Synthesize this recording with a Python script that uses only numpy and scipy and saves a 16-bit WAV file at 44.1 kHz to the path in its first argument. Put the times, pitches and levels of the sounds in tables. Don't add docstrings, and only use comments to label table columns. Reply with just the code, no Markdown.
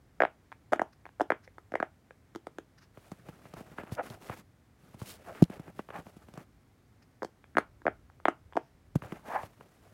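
import sys
import numpy as np
from scipy import signal
from scipy.fft import rfft, irfft
from scipy.io import wavfile
from scipy.ndimage import uniform_filter1d

SR = 44100
rng = np.random.default_rng(int(sys.argv[2]) if len(sys.argv) > 2 else 0)


def dump(signal):
    limited = np.clip(np.atleast_2d(signal).T, -1, 1)
    pcm = np.round(limited * 32767).astype(np.int16)
    wavfile.write(sys.argv[1], SR, pcm)


N = 437913
TIME = np.arange(N) / SR
AGE = np.maximum(TIME[:4096] - .02, 0)

# time in seconds, body level in dB (rms over the snap), rim in dB over the body,
# tick in dB over the body.
POPS = [(0.2046, -18.5, -3, -37), (0.215, -29, -10, -32), (0.221, -18, -2.5, -38.5),
        (0.2355, -18, -9.5, -44), (0.2514, -24, -4.5, -36), (0.7217, -28.5, -15, -32),
        (0.7254, -25, -13, -28), (0.7287, -27.5, -18, -26), (0.7335, -17, -5.5, -26), (0.76, -37, -9, -26),
        (0.7954, -25.5, -2, -29.5), (0.8175, -20, -15, -32), (1.1986, -28, -13.5, -31.5),
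        (1.2081, -19.5, -11, -35), (1.2151, -23, -21, -24), (1.304, -19.5, -3.5, -32.5),
        (1.32, -24.5, -2.5, -36.5), (1.7209, -38, -10, -22.5), (1.7395, -27, -10.5, -39),
        (1.7549, -24.5, -5, -30.5), (1.8021, -29, -2, -31), (1.8277, -22.5, -8, -35),
        (2.3502, -42, -3, -14), (2.359, -34, -12, -18), (2.4696, -35.5, -8, -21.5), (2.5852, -35, -7, -17),
        (7.2216, -32.5, -7, -46), (7.231, -29.5, -13, -21), (7.2475, -33.5, -12.5, -15),
        (7.553, -40, -4, -49), (7.5702, -20.5, 0, -28), (7.5835, -20, 0.5, -18.5), (7.855, -28, -28, -37),
        (7.867, -20.5, -5, -39), (7.8801, -21.5, -6.5, -54.5), (8.255, -19, -5, -33),
        (8.2836, -18, -5, -28), (8.556, -34, -26, -31), (8.5681, -25, -13, -24.5),
        (8.5724, -19.5, -18, -41)]
FULL_SNAP_DB, FULL_SNAP_HZ, SAG_OCTAVES_PER_DB = -24.5, 650, 0.1


def pops():
    out = np.zeros(N)
    for time, body_db, rim_db, tick_db in POPS:
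        gentleness_db = max(FULL_SNAP_DB - body_db, 0)
        hz = FULL_SNAP_HZ * 2 ** (-SAG_OCTAVES_PER_DB * gentleness_db)
        sound = snap(hz, body_db, body_db + rim_db, body_db + tick_db, lag_s=0.0027, ripple_db=5.5)
        add(out, time - .0003, sound)
    return out


# frequency in Hz, relative level in dB.
DOME = [(60, -39), (110, -24), (200, -14.5), (350, -2.5), (470, -5.5), (620, 5), (800, 0), (1080, -7),
        (1550, -1.5), (2150, -9.5), (2600, -25.5), (3400, -30), (5000, -52), (9000, -69)]
DOME_HZ = 630
SNAP_S = .004


def snap(hz, body_db, rim_db, tick_db, lag_s, ripple_db, rim_spread=0.01):
    rim_share_db = np.clip(rim_db - body_db + 6, -6, 8)
    rim_pitch = 2 ** (rim_share_db / 70) * np.exp(rim_spread * rng.standard_normal())
    body = bending_wave(DOME, hz / DOME_HZ, 1100, False, lag_s, ripple_db, SNAP_S)
    rim = bending_wave(DOME, rim_pitch, 1100, True, lag_s, ripple_db, SNAP_S)
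    return from_db(body_db) * body + from_db(rim_db) * rim + from_db(tick_db) * tick()


# frequency in Hz, relative level in dB per Hz.
TICK = [(2500, 3), (4000, 1), (6000, 0.5), (9000, -7), (12000, -12.5), (15000, -19)]


def tick():
    return rms_one(burst(TICK, rise_s=.0002, t60=.008), SNAP_S)


FREQ = np.maximum(np.fft.rfftfreq(len(AGE), 1 / SR), 1)
DAMPING_S = .03


def bending_wave(spectrum, pitch, split_hz, upper, lag_s, ripple_db, span_s):
    hz, db = np.transpose(spectrum)
    bumpiness = np.interp(np.sqrt(FREQ / 20), np.arange(len(FREQ)), rng.standard_normal(len(FREQ)))
    side = (FREQ / split_hz) ** (8 * upper) / (1 + (FREQ / split_hz) ** 8)
    gain = from_db(np.interp(np.log(FREQ / pitch), np.log(hz), db) + ripple_db * bumpiness)
    gain = gain * side * np.minimum(FREQ / hz[0], 1)
    quiet_s = np.mean(AGE == 0) * len(AGE) / SR
    turns = 2 * lag_s * np.sqrt(1000 * FREQ) + FREQ * (quiet_s - lag_s / np.sqrt(3))
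    wave = irfft(1j * gain * np.exp(-2j * np.pi * turns), len(AGE))
    arrived = uniform_filter1d((AGE > 0) * 1.0, size=131)
    smothered = np.exp(-(AGE / DAMPING_S) ** 2)
    return rms_one(wave * np.minimum(2 * arrived, 1) * smothered, span_s)


# start in seconds, rim level in dB.
TOUCHES = [(0.519, -48.5), (0.5256, -47), (1.0551, -48), (1.065, -49.5), (1.091, -57), (1.4772, -51),
           (1.583, -46.5), (2.1084, -49.5), (7.4419, -56.5), (7.8188, -55.5), (8.1, -59), (8.201, -56.5),
           (8.525, -54), (8.5342, -56)]
TOUCH_HZ, TOUCH_BODY_DB, TOUCH_TICK_DB = 839, 1, -21.5


def fingertip_touches():
    out = np.zeros(N)
    for time, db in TOUCHES:
        tap = snap(TOUCH_HZ, db + TOUCH_BODY_DB, db, db + TOUCH_TICK_DB, lag_s=0.0011, ripple_db=8.0)
        add(out, time, tap)
    return out


# time of the middle in seconds, half length in seconds, peak level in dB.
SLIDES = [(0.932, 0.0038, -62.5), (1.445, 0.0087, -63), (2.786, 0.0057, -61), (2.83, 0.014, -63),
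          (7.028, 0.0051, -63.5), (8.639, 0.058, -76.5)]
# frequency in Hz, relative level in dB per Hz.
SQUEAK = [(1500, 9), (3500, -5.5), (5200, 3), (6500, -5), (7500, -17), (12000, -16)]


def finger_slides():
    return sum(swell(*row) for row in SLIDES) * noise(SQUEAK)


# low edge in Hz, high edge in Hz, time to fade by 60 dB in seconds, level in dB.
ROOM = [(150, 560, 0.12, -29.5), (504, 1500, 0.21, -32), (1050, 2200, 0.14, -28), (2292, 3510, 0.17, -22),
        (3730, 21000, 0.11, -11)]


def room(x, build_s=0.0017):
    age = TIME[:SR // 2]
    tail = 0
    for low, high, t60, db in ROOM:
        band = cut(rng.standard_normal(len(age)), [low, high], "band", order=3)
        band = band * from_db(-60 * age / t60) * (1 - np.exp(-(age / build_s) ** 2))
        tail = tail + from_db(db) * band / np.sqrt(np.sum(band ** 2))
    return signal.fftconvolve(x, tail)[:N]


# start in seconds, thud pitch in Hz, thud level in dB,
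# knock level in dB; both levels are rms over the bump.
BUMPS = [(2.973, 135, -54, -53.5), (3.117, 182, -43, -49), (3.287, 169, -46, -51), (3.454, 150, -56, -55.5),
         (3.537, 164, -48, -50), (3.607, 250, -48.5, -57), (3.697, 165, -59, -68), (3.784, 160, -50, -44.5),
         (3.834, 222, -48, -51), (3.919, 123, -35, -55), (4.103, 132, -44, -56), (4.297, 122, -40.5, -40),
         (4.943, 142, -49, -60.5), (5.016, 122, -38, -49), (5.422, 182, -12.5, -45.5),
         (5.499, 215, -41, -54), (5.595, 171, -42, -56), (5.679, 172, -55, -55.5), (5.792, 218, -44, -39.5),
         (5.888, 219, -57, -50.5), (5.904, 200, -61, -46), (5.986, 169, -45, -53), (6.067, 195, -55, -54),
         (6.166, 192.6, -50.5, -69), (6.285, 200, -55, -58.5), (6.338, 159, -51, -59.5),
         (6.375, 172, -45.5, -50), (8.955, 157.4, -23, -43.5), (9.021, 139, -46.5, -47),
         (9.047, 121, -46, -54.5), (9.122, 200, -39.5, -45.5), (9.282, 246, -49.5, -52),
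         (9.433, 110, -49.5, -45), (9.609, 231, -69, -54)]
# frequency in Hz, relative level in dB.
CASE = [(30, -42.5), (60, -19.5), (110, -10.5), (165, 4), (235, -12), (290, -5), (420, -23), (700, -25.5),
        (1100, -27), (2000, -39), (3000, -41), (6000, -67.5)]
CASE_HZ = 175
BUMP_S = .02
SCRATCH_DB, TYPICAL_THUD_DB, SCRATCH_FOLLOWS = -62, -44.5, 0.62


def bumps(lag_s=0.003238):
    out = np.zeros(N)
    for time, hz, thud_db, knock_db in BUMPS:
        thud = bending_wave(CASE, hz / CASE_HZ, 750, False, lag_s, ripple_db=1.0, span_s=BUMP_S)
        contact = bending_wave(CASE, 1, 400, True, lag_s, ripple_db=2.5, span_s=BUMP_S)
        skid = rms_one(burst(RUB, rise_s=0.00054, t60=0.05), BUMP_S)
        knock = rms_one(cut(contact, 3200, "low") + skid / 2, BUMP_S)
        scratch = rms_one(burst(HISS, rise_s=0.0023, t60=0.03), BUMP_S) / 2
        scratch_db = SCRATCH_DB + SCRATCH_FOLLOWS * (thud_db - TYPICAL_THUD_DB)
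        bump = from_db(thud_db) * thud + from_db(knock_db) * knock + from_db(scratch_db) * scratch
        add(out, time, bump)
    return out


# start in seconds, level in dB.
CREAKS = [(3.117, -55), (3.539, -56), (3.951, -51), (4.101, -51), (5.4255, -44.5), (5.4395, -43),
          (5.4514, -69.5), (6.339, -59), (6.376, -57), (8.954, -59)]


def creaks():
    out = np.zeros(N)
    for time, db in CREAKS:
        add(out, time, from_db(db) * tick())
    return out


# frequency in Hz, relative level in dB per Hz.
RUMBLE = [(50, 0), (100, 2), (200, 4), (330, -4), (600, -19.5)]
RUB = [(220, -2.5), (400, -1), (700, 0.5), (1000, -6.5), (1300, -4.5), (2000, -11), (2700, -16),
       (4000, -34), (7000, -37.5)]
HISS = [(1500, 0.5), (3000, 7.5), (5000, 5), (8000, 3), (11000, 3), (15500, -1)]


def rubbing(catch_db=3.0, scuff_db=2.0, lump_db=3.5, colour_db=3.0, grain_db=3.0,
            snags_per_s=90, crackle_db=-13):
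    rumble, rub, hiss = friction_levels()
    catch = catch_db * drift(rate=81) + scuff_db * drift(rate=22)
    friction = noise(RUB)
    edges = np.geomspace(200, 6400, 8)
    patches = 0
    for k, band in enumerate(zip(edges, edges[1:])):
        patch = cut(friction, band, "band") * from_db(colour_db * drift(rate=45))
        patches = patches + patch * (-1) ** k
    low = rumble * from_db(catch + lump_db * drift(rate=50)) * noise(RUMBLE)
    middle = rub * from_db(catch) * rms_one(patches)
    high = hiss * from_db(.5 * catch + grain_db * drift(rate=1300)) * noise(HISS)
    snags = (rng.random(N) < snags_per_s / SR) * rng.standard_normal(N)
    crackle = rub * from_db(crackle_db) * rms_one(cut(snags + 1e-18, [700, 2800], "band", order=4))
    return low + middle + high + crackle


# start in seconds, end in seconds.
MOVES = [(2.93, 4.4), (4.779, 6.43), (8.939, 11)]
MOVE_RUB_DB, MOVE_HISS_DB = -68, -75
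# start in seconds, end in seconds, rub level in dB, hiss level in dB.
STROKES = [(2.988, 3.117, -70.5, -72), (3.252, 3.792, -62, -73), (3.555, 3.606, -54.5, -66),
           (3.772, 3.973, -55.5, -76), (3.907, 3.935, -53, -54), (4.015, 4.138, -49.5, -60.5),
           (4.196, 4.392, -54, -61.5), (4.272, 4.33, -47.5, -82), (4.977, 5.151, -56, -58.5),
           (5.047, 5.12, -75, -52), (5.238, 5.436, -52, -65), (5.501, 5.555, -49, -63),
           (5.553, 5.702, -61, -85), (5.742, 5.792, -59, -68), (5.921, 5.993, -48.5, -64.5),
           (6.04, 6.103, -64.5, -71), (6.33, 6.415, -59.5, -71), (9.012, 9.171, -54, -68.5),
           (9.247, 9.453, -54.5, -62)]
RUMBLE_DB, RUMBLE_FOLLOWS = -68, 0.73


def friction_levels():
    moves = [(*span, MOVE_RUB_DB, MOVE_HISS_DB) for span in MOVES]
    rub_power, hiss_power = 0, 0
    for start, end, rub_db, hiss_db in moves + STROKES:
        contact = stroke(start, end)
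        rub_power = rub_power + (contact * from_db(rub_db)) ** 2
        hiss_power = hiss_power + (contact * from_db(hiss_db)) ** 2
    rub, hiss = np.sqrt(rub_power), np.sqrt(hiss_power)
    rumble = from_db(RUMBLE_DB) * (rub / from_db(MOVE_RUB_DB)) ** RUMBLE_FOLLOWS
    return rumble, rub, hiss


def stroke(start, end, attack_s=0.024, release_s=0.032):
    build_up = np.clip((TIME - start) / attack_s, 0, 1)
    let_go = np.clip(1 - (TIME - end) / release_s, 0, 1)
    return build_up * let_go


# time of the middle in seconds, half length in seconds,
# peak level in dB, resonance in Hz.
SWIPES = [(3.786, 0.003, -40, 1620), (3.818, 0.012, -56, 1600), (3.995, 0.012, -29, 740),
          (5.295, 0.021, -44.5, 650), (5.959, 0.021, -42.5, 930), (9.351, 0.048, -37.5, 940),
          (9.36, 0.008, -28, 870)]


def swipes():
    out = 0
    for time, half_length, db, hz in SWIPES:
        friction = noise(RUB)
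        hollow = resonate(friction, hz, width_hz=245)
        upper = from_db(-8.0) * resonate(friction, hz * 1.76, width_hz=290)
        sound = rms_one(hollow + upper + from_db(-34.0) * friction)
        out = out + swell(time, half_length, db) * sound
    return out


# time of the middle in seconds, half length in seconds, peak level in dB.
LEANS = [(7.874, 0.21, -58.5), (8.476, 0.064, -61), (8.88, 0.11, -59.5)]


def leaning():
    weight_spectrum = [(30, -5.5), (50, -7.5), (90, -2.5), (140, -18.5)]   # Hz, relative dB per Hz
    return sum(swell(*row) for row in LEANS) * noise(weight_spectrum)


# frequency in Hz, relative level in dB per Hz.
AIR = [(30, -30.5), (45, -10.5), (66, -8.5), (102, -6), (195, -15.5), (250, -14), (330, -19.5), (620, -26),
       (750, -25.5), (900, -28.5), (2050, -32), (2700, -38), (9000, -44.5), (15500, -48.5)]
AIR_DB = -63


def still_room():
    return from_db(AIR_DB) * noise(AIR)


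def from_db(db):
    return 10 ** (np.asarray(db) / 20)


def rms_one(x, span_s=None):
    count = span_s * SR if span_s else len(x)
    return x / np.sqrt(np.sum(x ** 2) / count + 1e-20)


def cut(x, hz, kind, order=2):
    hz = np.clip(hz, 10, .45 * SR)
    return signal.sosfilt(signal.butter(order, hz, kind, fs=SR, output="sos"), x)


def resonate(x, hz, width_hz):
    return signal.lfilter(*signal.iirpeak(hz, hz / width_hz, fs=SR), x)


def noise(spectrum, size=N):
    hz, db = np.transpose(spectrum)
    f = np.maximum(np.fft.rfftfreq(size, 1 / SR), 1)
    skirts = np.minimum(f / hz[0], 1) ** 2 * np.minimum(hz[-1] / f, 1) ** 2
    gain = from_db(np.interp(np.log(f), np.log(hz), db)) * skirts
    return rms_one(irfft(rfft(rng.standard_normal(size)) * gain, size))


def burst(spectrum, rise_s, t60):
    return noise(spectrum, size=len(AGE)) * (1 - np.exp(-AGE / rise_s)) * from_db(-60 * AGE / t60)


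def drift(rate):
    return np.interp(TIME * rate, np.arange(N // 20), rng.standard_normal(N // 20))


def swell(time, half_length, db):
    return from_db(db) * np.exp(-np.minimum(((TIME - time) / half_length) ** 2 / 2, 50))


def add(out, time, sound):
    at = round(time * SR) - np.count_nonzero(AGE == 0)
    out[at:at + len(sound)] += sound[:N - at]


def scene():
    toy = pops() + fingertip_touches() + finger_slides()
    handling = bumps() + creaks() + rubbing() + swipes() + leaning()
    return (toy + room(toy) + handling + still_room())[None]


def record(dry):
    dry = cut(dry, 38, "high", order=3)
    top_cut = signal.ellip(10, .1, 80, 15900, fs=SR, output="sos")
    return signal.sosfilt(top_cut, dry)


dry = scene()
out = record(dry)
dump(out)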